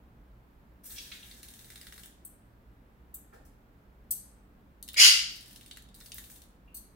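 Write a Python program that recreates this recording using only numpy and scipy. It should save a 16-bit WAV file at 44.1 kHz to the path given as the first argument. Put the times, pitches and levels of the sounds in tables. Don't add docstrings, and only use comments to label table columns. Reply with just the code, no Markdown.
import sys
import numpy as np
from scipy import signal
from scipy.fft import rfft, irfft
from scipy.io import wavfile
from scipy.ndimage import uniform_filter1d

SR = 44100
rng = np.random.default_rng(int(sys.argv[2]) if len(sys.argv) > 2 else 0)


def master_out(mix):
    frames = np.transpose(np.atleast_2d(mix))
    ceiling = np.clip(frames, -1, 1)
    pcm = np.round(ceiling * 32767).astype(np.int16)
    wavfile.write(sys.argv[1], SR, pcm)


N = 306740

# f/Hz, level/dB
SPRAY_SPECTRUM = [(400, -47.5), (900, -32.5), (1330, -13.5), (1750, -13), (2050, -8.5), (2550, -8),
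                  (3000, -4), (3700, -6.5), (4950, 1), (5800, -5.5), (8300, -11.5), (11500, -15.5),
                  (13800, -22), (16000, -25)]
RUSTLE_SPECTRUM = [(1500, -22.5), (4000, -13), (6500, -5), (8800, 1), (11000, -1), (14000, 4), (16000, 0.5)]
SWISH_SPECTRUM = [(500, -8.5), (1100, -21), (1600, -0.5), (2500, -7), (3600, -5), (5000, -7), (7000, -4),
                  (16000, -11)]
TAP_SPECTRUM = [(400, -11.5), (1000, -0.5), (1700, 7.5), (2500, -4), (3700, 7), (5200, -3), (7000, -1.5),
                (9200, 2.5), (12000, -4.5), (16000, -4)]
HISS_SPECTRUM = [(1500, -38.5), (3400, -24), (4400, -22.5), (5500, -26.5), (6300, -12.5), (7000, -13.5),
                 (7800, -3.5), (8500, 3.5), (9200, -4.5), (10500, -3.5), (12300, 1.5), (14000, -2),
                 (15500, 3), (16500, -18.5)]
AIR_SPECTRUM = [(20, -18), (41, 0), (60, 0.5), (86, -13), (130, -12), (200, -10), (290, -14.5),
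                (500, -19.5), (800, -22), (1500, -25.5), (2600, -34.5), (6000, -46), (10000, -47.5),
                (12500, -42), (16000, -40.5)]
# t/s, f/Hz, level/dB
BUBBLES = [(4.966, 522, -49), (4.982, 655, -38), (4.995, 737, -34), (5.03, 1070, -31), (5.04, 1402, -21.5)]
# f/Hz, level/dB
RINGING_TONES = [(1416, -57.5), (1610, -53), (2046, -39.5), (2239, -43.5), (2379, -47), (2772, -34),
                 (2810, -36.5), (2877, -37), (3105, -43.5), (3217, -42), (3900, -46), (4149, -41.5),
                 (4413, -40), (4737, -42.5), (4800, -39), (4841, -35), (4914, -38.5), (5011, -39),
                 (5083, -43.5), (5228, -44), (5545, -42.5), (5889, -43), (6207, -40), (6912, -44.5),
                 (7063, -45.5), (7418, -45.5)]
# t/s, length/s, rustle/dB, swish/dB, tiring/(dB/s)
SHIVER_BOUTS = [(0.83, 0.18, -40.5, -60.5, 32), (0.892, 0.49, -53, -55.5, 3), (1.418, 0.65, -53.5, -61, 0),
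                (5.283, 0.53, -51.5, -59.5, 26), (5.946, 0.15, -51.5, -67, 2),
                (6.136, 0.26, -46, -59.5, 32)]
# first t/s, last t/s, count, level/dB, low cut/Hz
WINGBEAT_RUNS = [(1.432, 1.645, 5, -41.5, 2300), (1.7028, 2.035, 7, -37, 1440),
                 (5.358, 5.763, 9, -40, 2820), (5.944, 6.419, 9, -41.5, 2930)]
# t/s, level/dB, low cut/Hz, treble/(dB/octave)
HARD_TAPS = [(.905, -42, 2870, -4.5), (1.313, -39.5, 2500, -4), (1.431, -36.5, 1390, 2.5),
             (2.059, -36, 3000, 8.5), (4.8273, -27, 3320, 8), (4.879, -37, 2800, 0.5),
             (4.888, -28.5, 2340, 0), (4.933, -34, 3000, 9), (4.943, -30, 1840, -4),
             (5.712, -31, 2510, -10.5), (5.772, -35.5, 1500, 0), (5.8232, -44.5, 2980, 5),
             (5.8882, -51, 3200, -4.5), (5.95, -39.5, 3490, 7), (6.011, -39.5, 1500, -6),
             (6.06, -39.5, 3040, -5), (6.1191, -30.5, 2930, -7), (6.144, -28, 2680, 17),
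             (6.1833, -31.5, 1184, 1.5)]
# t/s, level/dB, centre f/Hz, half-width/octaves, decay/s
SOFT_NOISES = [(.896, -57.5, 1660, 0.38, 0.014), (0.957, -47.5, 4000, 0.61, 0.081),
               (.981, -27, 3950, 0.61, 0.0034), (1.1156, -28.5, 2740, 0.6, 0.0043),
               (1.225, -38, 3300, 0.25, 0.0043), (3.323, -55.5, 1570, 0.3, 0.028),
               (3.324, -54.5, 606, 0.47, 0.033), (3.331, -60, 8000, 2.5, .029),
               (3.449, -55, 11100, 1.05, 0.013), (6.672, -64, 2690, .14, 0.037)]
# t/s, level/dB, decay/s, bill resonance/dB
HEAD_FLICKS = [(2.2485, -42, 0.0056, -26), (3.1408, -37.5, 0.0054, -56), (4.1074, -22.5, 0.0054, -29.5),
               (6.743, -45, 0.015, -11), (6.766, -42, 0.0061, -10)]
# f/Hz, width/Hz, level/dB
WHISTLE_MODES = [(8490, 65, -3), (10200, 27, 8), (9900, 76, -7), (11440, 35, -3), (12400, 85, -9),
                 (13300, 73, 12), (13900, 71, -15), (14900, 110, -15.5)]
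BILL_MODES = [(3150, 320, -17), (4380, 340, 0), (6400, 520, 2)]
# f/Hz, left minus right/dB
SPLASH_PAN = [(700, -2.5), (1300, -1.5), (2200, 1.5), (2900, 4), (4400, 0), (7500, -1), (10000, 2.5),
              (15000, 4.5)]
FEATHER_PAN = [(550, -2), (1650, 1), (5000, 0), (15000, 2.5)]
FLICK_PAN = [(4000, 1), (8000, 1.5), (16000, 3.5)]
# f/Hz, T60/s
REVERB_T60 = [(300, 0.43), (1500, .55), (3000, 0.57), (5000, 0.56), (8400, 0.42), (12000, 0.34),
              (16000, 0.14)]
# f/Hz, left-right correlation
AIR_COHERENCE = [(60, 0.95), (130, 0.92), (290, 0.86), (640, 0.35), (1410, -0.24), (3100, 0.15),
                 (6820, 0.079), (15000, -0.02)]
# f/Hz, width/Hz, level/dB
HUM_BANDS = [(59.4, 14, -64.5), (117.8, 4, -69.5), (190, 11, -73), (232.9, 6, -75), (287.4, 5.4, -75.5)]

STROKE_START_S = 4.958


def splash(spray_lag_s=.004, open_hz=2230, shut_hz=2870, shut_after_s=.052, glide_s=.009):
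    force = wing_stroke()
    age_s = np.maximum(np.arange(N) / SR - STROKE_START_S, 0)
    slaps = grains(per_s=350, spread_db=2)
    drops = unit_rms(grains(per_s=6000, spread_db=3.5) + .9 * slaps)
    thrown = np.interp(np.arange(N) - spray_lag_s * SR, np.arange(N), force)
    spray = colour(thrown * drops, lambda hz: lookup(SPRAY_SPECTRUM, hz))
    shut = .5 + .5 * np.tanh((age_s - shut_after_s) / glide_s)
    pocket_hz = open_hz + (shut_hz - open_hz) * shut
    pocket = resonate(grains(per_s=1200, spread_db=.5), pocket_hz, width_hz=410)
    pocket = unit_rms(resonate(pocket, pocket_hz, width_hz=500))
    out = gain(-1) * spray + force * gain(-4.5 - 70.5 * age_s) * pocket
    for start_s, hz, db in BUBBLES:
        add(out, start_s, gain(db) * bubble(hz))
    return out


def wing_stroke(build_s=.04, hold_s=.056, peak_db=-14, build_db_per_s=480):
    to_peak_s = np.clip(STROKE_START_S + build_s - np.arange(N) / SR, 0, build_s)
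    contact = envelope(STROKE_START_S, build_s + hold_s, rise_s=.01, fall_db_per_s=165.5)
    return gain(peak_db - build_db_per_s * to_peak_s) * contact


def bubble(hz, decay_s=.007, rise_s=.00047):
    t = np.arange(SR // 8) / SR
    return np.sin(2 * np.pi * hz * t * (1 + 3 * t)) * np.exp(-t / decay_s) * (1 - np.exp(-t / rise_s))


def splash_ringing(t60_s=.42, drift_step_s=.03, drift_rad=1.3):
    retained = np.exp(-np.log(1e6) / (t60_s * SR))
    energy = signal.lfilter([1 - retained], [1, -retained], wing_stroke() ** 2)
    t = np.arange(N) / SR
    knots_s = np.arange(0, N / SR, drift_step_s)
    out = np.zeros((2, N))
    for ear in out:
        for hz, db in RINGING_TONES:
            drift = np.interp(t, knots_s, rng.standard_normal(len(knots_s)))
            ear += gain(db) * np.sin(2 * np.pi * (hz * t + rng.random()) + drift_rad * drift)
    return np.sqrt(energy) * unit_rms(out)


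def feathers(uneven_db=2.5, beat_db=7, beat_decay_s=.012):
    t = np.arange(N) / SR
    rubbing, swishing, beating = np.zeros((3, N))
    for start_s, _, _ in wingbeats():
        add(beating, start_s, np.exp(-t[:SR // 4] / beat_decay_s))
    uneven = unit_rms(uniform_filter1d(uniform_filter1d(rng.standard_normal(N), size=500), size=500))
    strokes = gain(uneven_db * uneven + beat_db * beating)
    for start_s, length_s, rustle_db, swish_db, tiring_db_per_s in SHIVER_BOUTS:
        effort = strokes * envelope(start_s, length_s, rise_s=.013, fall_db_per_s=230)
        effort *= gain(-tiring_db_per_s * np.clip(t - start_s, 0, length_s))
        rubbing += gain(rustle_db) * effort
        swishing += gain(swish_db) * effort
    barbs = grains(per_s=9000, spread_db=3.5)
    crackles = .45 * grains(per_s=140, spread_db=3)
    water = grains(per_s=1700, spread_db=3.5)
    rustle = colour(rubbing * (barbs + crackles), lambda hz: lookup(RUSTLE_SPECTRUM, hz))
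    swish = colour(swishing * water, lambda hz: lookup(SWISH_SPECTRUM, hz))
    return gain(-7.5) * rustle + gain(-3) * swish


def wingbeats(ends_db=-2):
    return [(first_s + (last_s - first_s) * part, db + ends_db * (2 * part - 1) ** 2, low_hz)
            for first_s, last_s, count, db, low_hz in WINGBEAT_RUNS
            for part in np.linspace(0, 1, round(count))]


def taps(scatter_db=2, scatter_octaves=.3, upstroke_s=.019, upstroke_db=-6):
    out = np.zeros(N)
    for start_s, db, low_hz in wingbeats():
        down, up, late = rng.standard_normal(3)
        down_hz = low_hz * 2 ** (-scatter_octaves * down)
        add(out, start_s, tap(db - scatter_db * down, down_hz, treble_db_per_octave=-2))
        return_s = start_s + upstroke_s * (1 + .13 * late)
        add(out, return_s, tap(db + upstroke_db - scatter_db * up, low_hz, treble_db_per_octave=2.5))
    for start_s, *settings in HARD_TAPS:
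        add(out, start_s, tap(*settings))
    return out


def tap(db, low_hz, treble_db_per_octave):
    def spectrum_db(hz):
        treble_db = treble_db_per_octave * np.clip(np.log2((hz + 1) / 4000), 0, 2)
        return lookup(TAP_SPECTRUM, hz) + low_cut_db(hz, low_hz) + treble_db

    spatter = gain(-2) * burst(decay_s=.001, rise_s=.0001)
    scratch = gain(-16.5) * burst(decay_s=.0069, rise_s=.0049)
    hit = spatter + scratch
    hit[0] += 3
    return gain(db + 1) * colour(hit, spectrum_db)


def flicks():
    puffs, bill_drive = np.zeros((2, N))
    for start_s, db, decay_s, bill_db in HEAD_FLICKS:
        puff = gain(db) * burst(decay_s, rise_s=.00059)
        add(puffs, start_s, puff)
        add(bill_drive, start_s, gain(bill_db) * puff)
    hiss = colour(puffs, lambda hz: lookup(HISS_SPECTRUM, hz))
    bill = ring(colour(bill_drive, lambda hz: low_cut_db(hz, 3500)), BILL_MODES)
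    return gain(1.5) * hiss + gain(-9.5) * ring(hiss, WHISTLE_MODES) + bill


def soft_noises():
    out = np.zeros(N)
    for start_s, db, centre_hz, octaves, decay_s in SOFT_NOISES:
        puff = burst(decay_s, rise_s=.0022)
        band = colour(puff, lambda hz: -14 * np.log10(1 + (np.log2((hz + 1) / centre_hz) / octaves) ** 4))
        add(out, start_s, gain(db) * band)
    return out


def room(x, tail_db, early_db, right_lag_s=0, echoes_per_s=5000):
    t = np.arange(SR) / SR
    echoes = rng.choice([-1., 1.], (2, SR)) * (rng.random((2, SR)) < echoes_per_s / SR)
    early = echoes * (t > .0002) * np.exp(-t / .0062)
    hz, frame_s, spectra = signal.stft(echoes * np.clip((t - .004) / .009, 0, 1), SR, nperseg=256)
    decay = gain(-60 * frame_s / lookup(REVERB_T60, hz)[:, None])
    tail = signal.istft(spectra * decay, SR, nperseg=256)[1][:, :SR]
    response = (gain(tail_db) * unit_rms(tail) + gain(early_db) * unit_rms(early)) / np.sqrt(SR)
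    response[[0, 1], [0, round(right_lag_s * SR)]] += 1
    return signal.fftconvolve(x[None], response / np.linalg.norm(response[0]), axes=1)[:, :N]


def air():
    hz = np.fft.rfftfreq(N, 1 / SR)
    left, independent = rfft(rng.standard_normal((2, N)))
    coherence = lookup(AIR_COHERENCE, hz)
    right = coherence * left + np.sqrt(1 - coherence ** 2) * independent
    return unit_rms(irfft(np.array([left, right]) * gain(lookup(AIR_SPECTRUM, hz)), N))


def hum():
    hz = np.fft.rfftfreq(N, 1 / SR)
    out = np.zeros(N)
    for centre_hz, width_hz, db in HUM_BANDS:
        band = np.exp(-((hz - centre_hz) / width_hz) ** 2)
        out += gain(db) * unit_rms(irfft(rfft(rng.standard_normal(N)) * band, N))
    return out


def gain(db):
    return 10 ** (np.asarray(db) / 20)


def unit_rms(x):
    return x / np.sqrt(np.mean(x ** 2) + 1e-20)


def lookup(table, hz):
    table_hz, values = np.transpose(table)
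    return np.interp(np.log(hz + 1), np.log(table_hz + 1), values)


def add(mix, start_s, sound):
    part = mix[round(start_s * SR):][:len(sound)]
    part += sound[:len(part)]


def low_cut_db(hz, corner_hz):
    return -10 * np.log10(1 + (corner_hz / (hz + 1)) ** 8)


def colour(x, spectrum_db):
    db = spectrum_db(abs(np.fft.fftfreq(2048, 1 / SR)))
    log_gain = np.log(gain(np.maximum(db - db.max(), -80)))
    kernel = np.fft.ifft(np.exp(np.conj(signal.hilbert(log_gain)))).real
    return signal.fftconvolve(x, kernel / np.linalg.norm(kernel))[:len(x)]


def resonate(x, hz, width_hz):
    carrier = np.exp(2j * np.pi * np.cumsum(hz * np.ones(len(x))) / SR)
    pole = np.exp(-np.pi * width_hz / SR)
    return 2 * (carrier * signal.lfilter([1 - pole], [1, -pole], x / carrier + 1e-18)).real


def ring(x, modes):
    return x.std() * unit_rms(sum(gain(db) * resonate(x, hz, width_hz) for hz, width_hz, db in modes))


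def grains(per_s, spread_db):
    size = gain(spread_db * np.minimum(rng.exponential(1, N), 4))
    return unit_rms(size * rng.choice([-1, 1], N) * (rng.random(N) < per_s / SR))


def envelope(start_s, length_s, rise_s, fall_db_per_s):
    age_s = np.arange(N) / SR - start_s
    rise = np.sin(np.pi / 2 * np.clip(age_s / rise_s, 0, 1)) ** 2
    return rise * gain(-fall_db_per_s * np.maximum(age_s - length_s, 0))


def burst(decay_s, rise_s):
    t = np.arange(8192) / SR
    shape = np.exp(-t / decay_s) * (1 - np.exp(-t / rise_s))
    return unit_rms(shape * rng.standard_normal(len(t))) * np.sqrt(np.mean(shape ** 2))


def pan(x, balance):
    db = lookup(balance, np.fft.rfftfreq(N + SR, 1 / SR))
    return irfft(rfft(x, N + SR) * gain([db / 2, -db / 2]), N + SR)[:, :N]


def scene():
    water = room(splash(), tail_db=-1, early_db=5, right_lag_s=.00043) * gain(1.5)
    water += splash_ringing() * gain(-4.5)
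    plumage = room(feathers() + soft_noises(), tail_db=5, early_db=7) * gain(1)
    ticks = room(taps(), tail_db=-4, early_db=.5) * gain(1.5)
    head = room(flicks(), tail_db=6, early_db=9, right_lag_s=.0004) * gain(4.5)
    background = (air() * gain(-58.5) + hum()) * gain([[-.5], [.5]])
    return pan(water, SPLASH_PAN) + pan(plumage + ticks, FEATHER_PAN) + pan(head, FLICK_PAN) + background


def record(dry):
    cutoff_hz = 15950
    kernel = signal.firwin(255, cutoff_hz, window=("kaiser", 9), fs=SR)
    return signal.oaconvolve(np.clip(dry, -1, 1), kernel[None], "same")


dry = scene()
out = record(dry)
master_out(out)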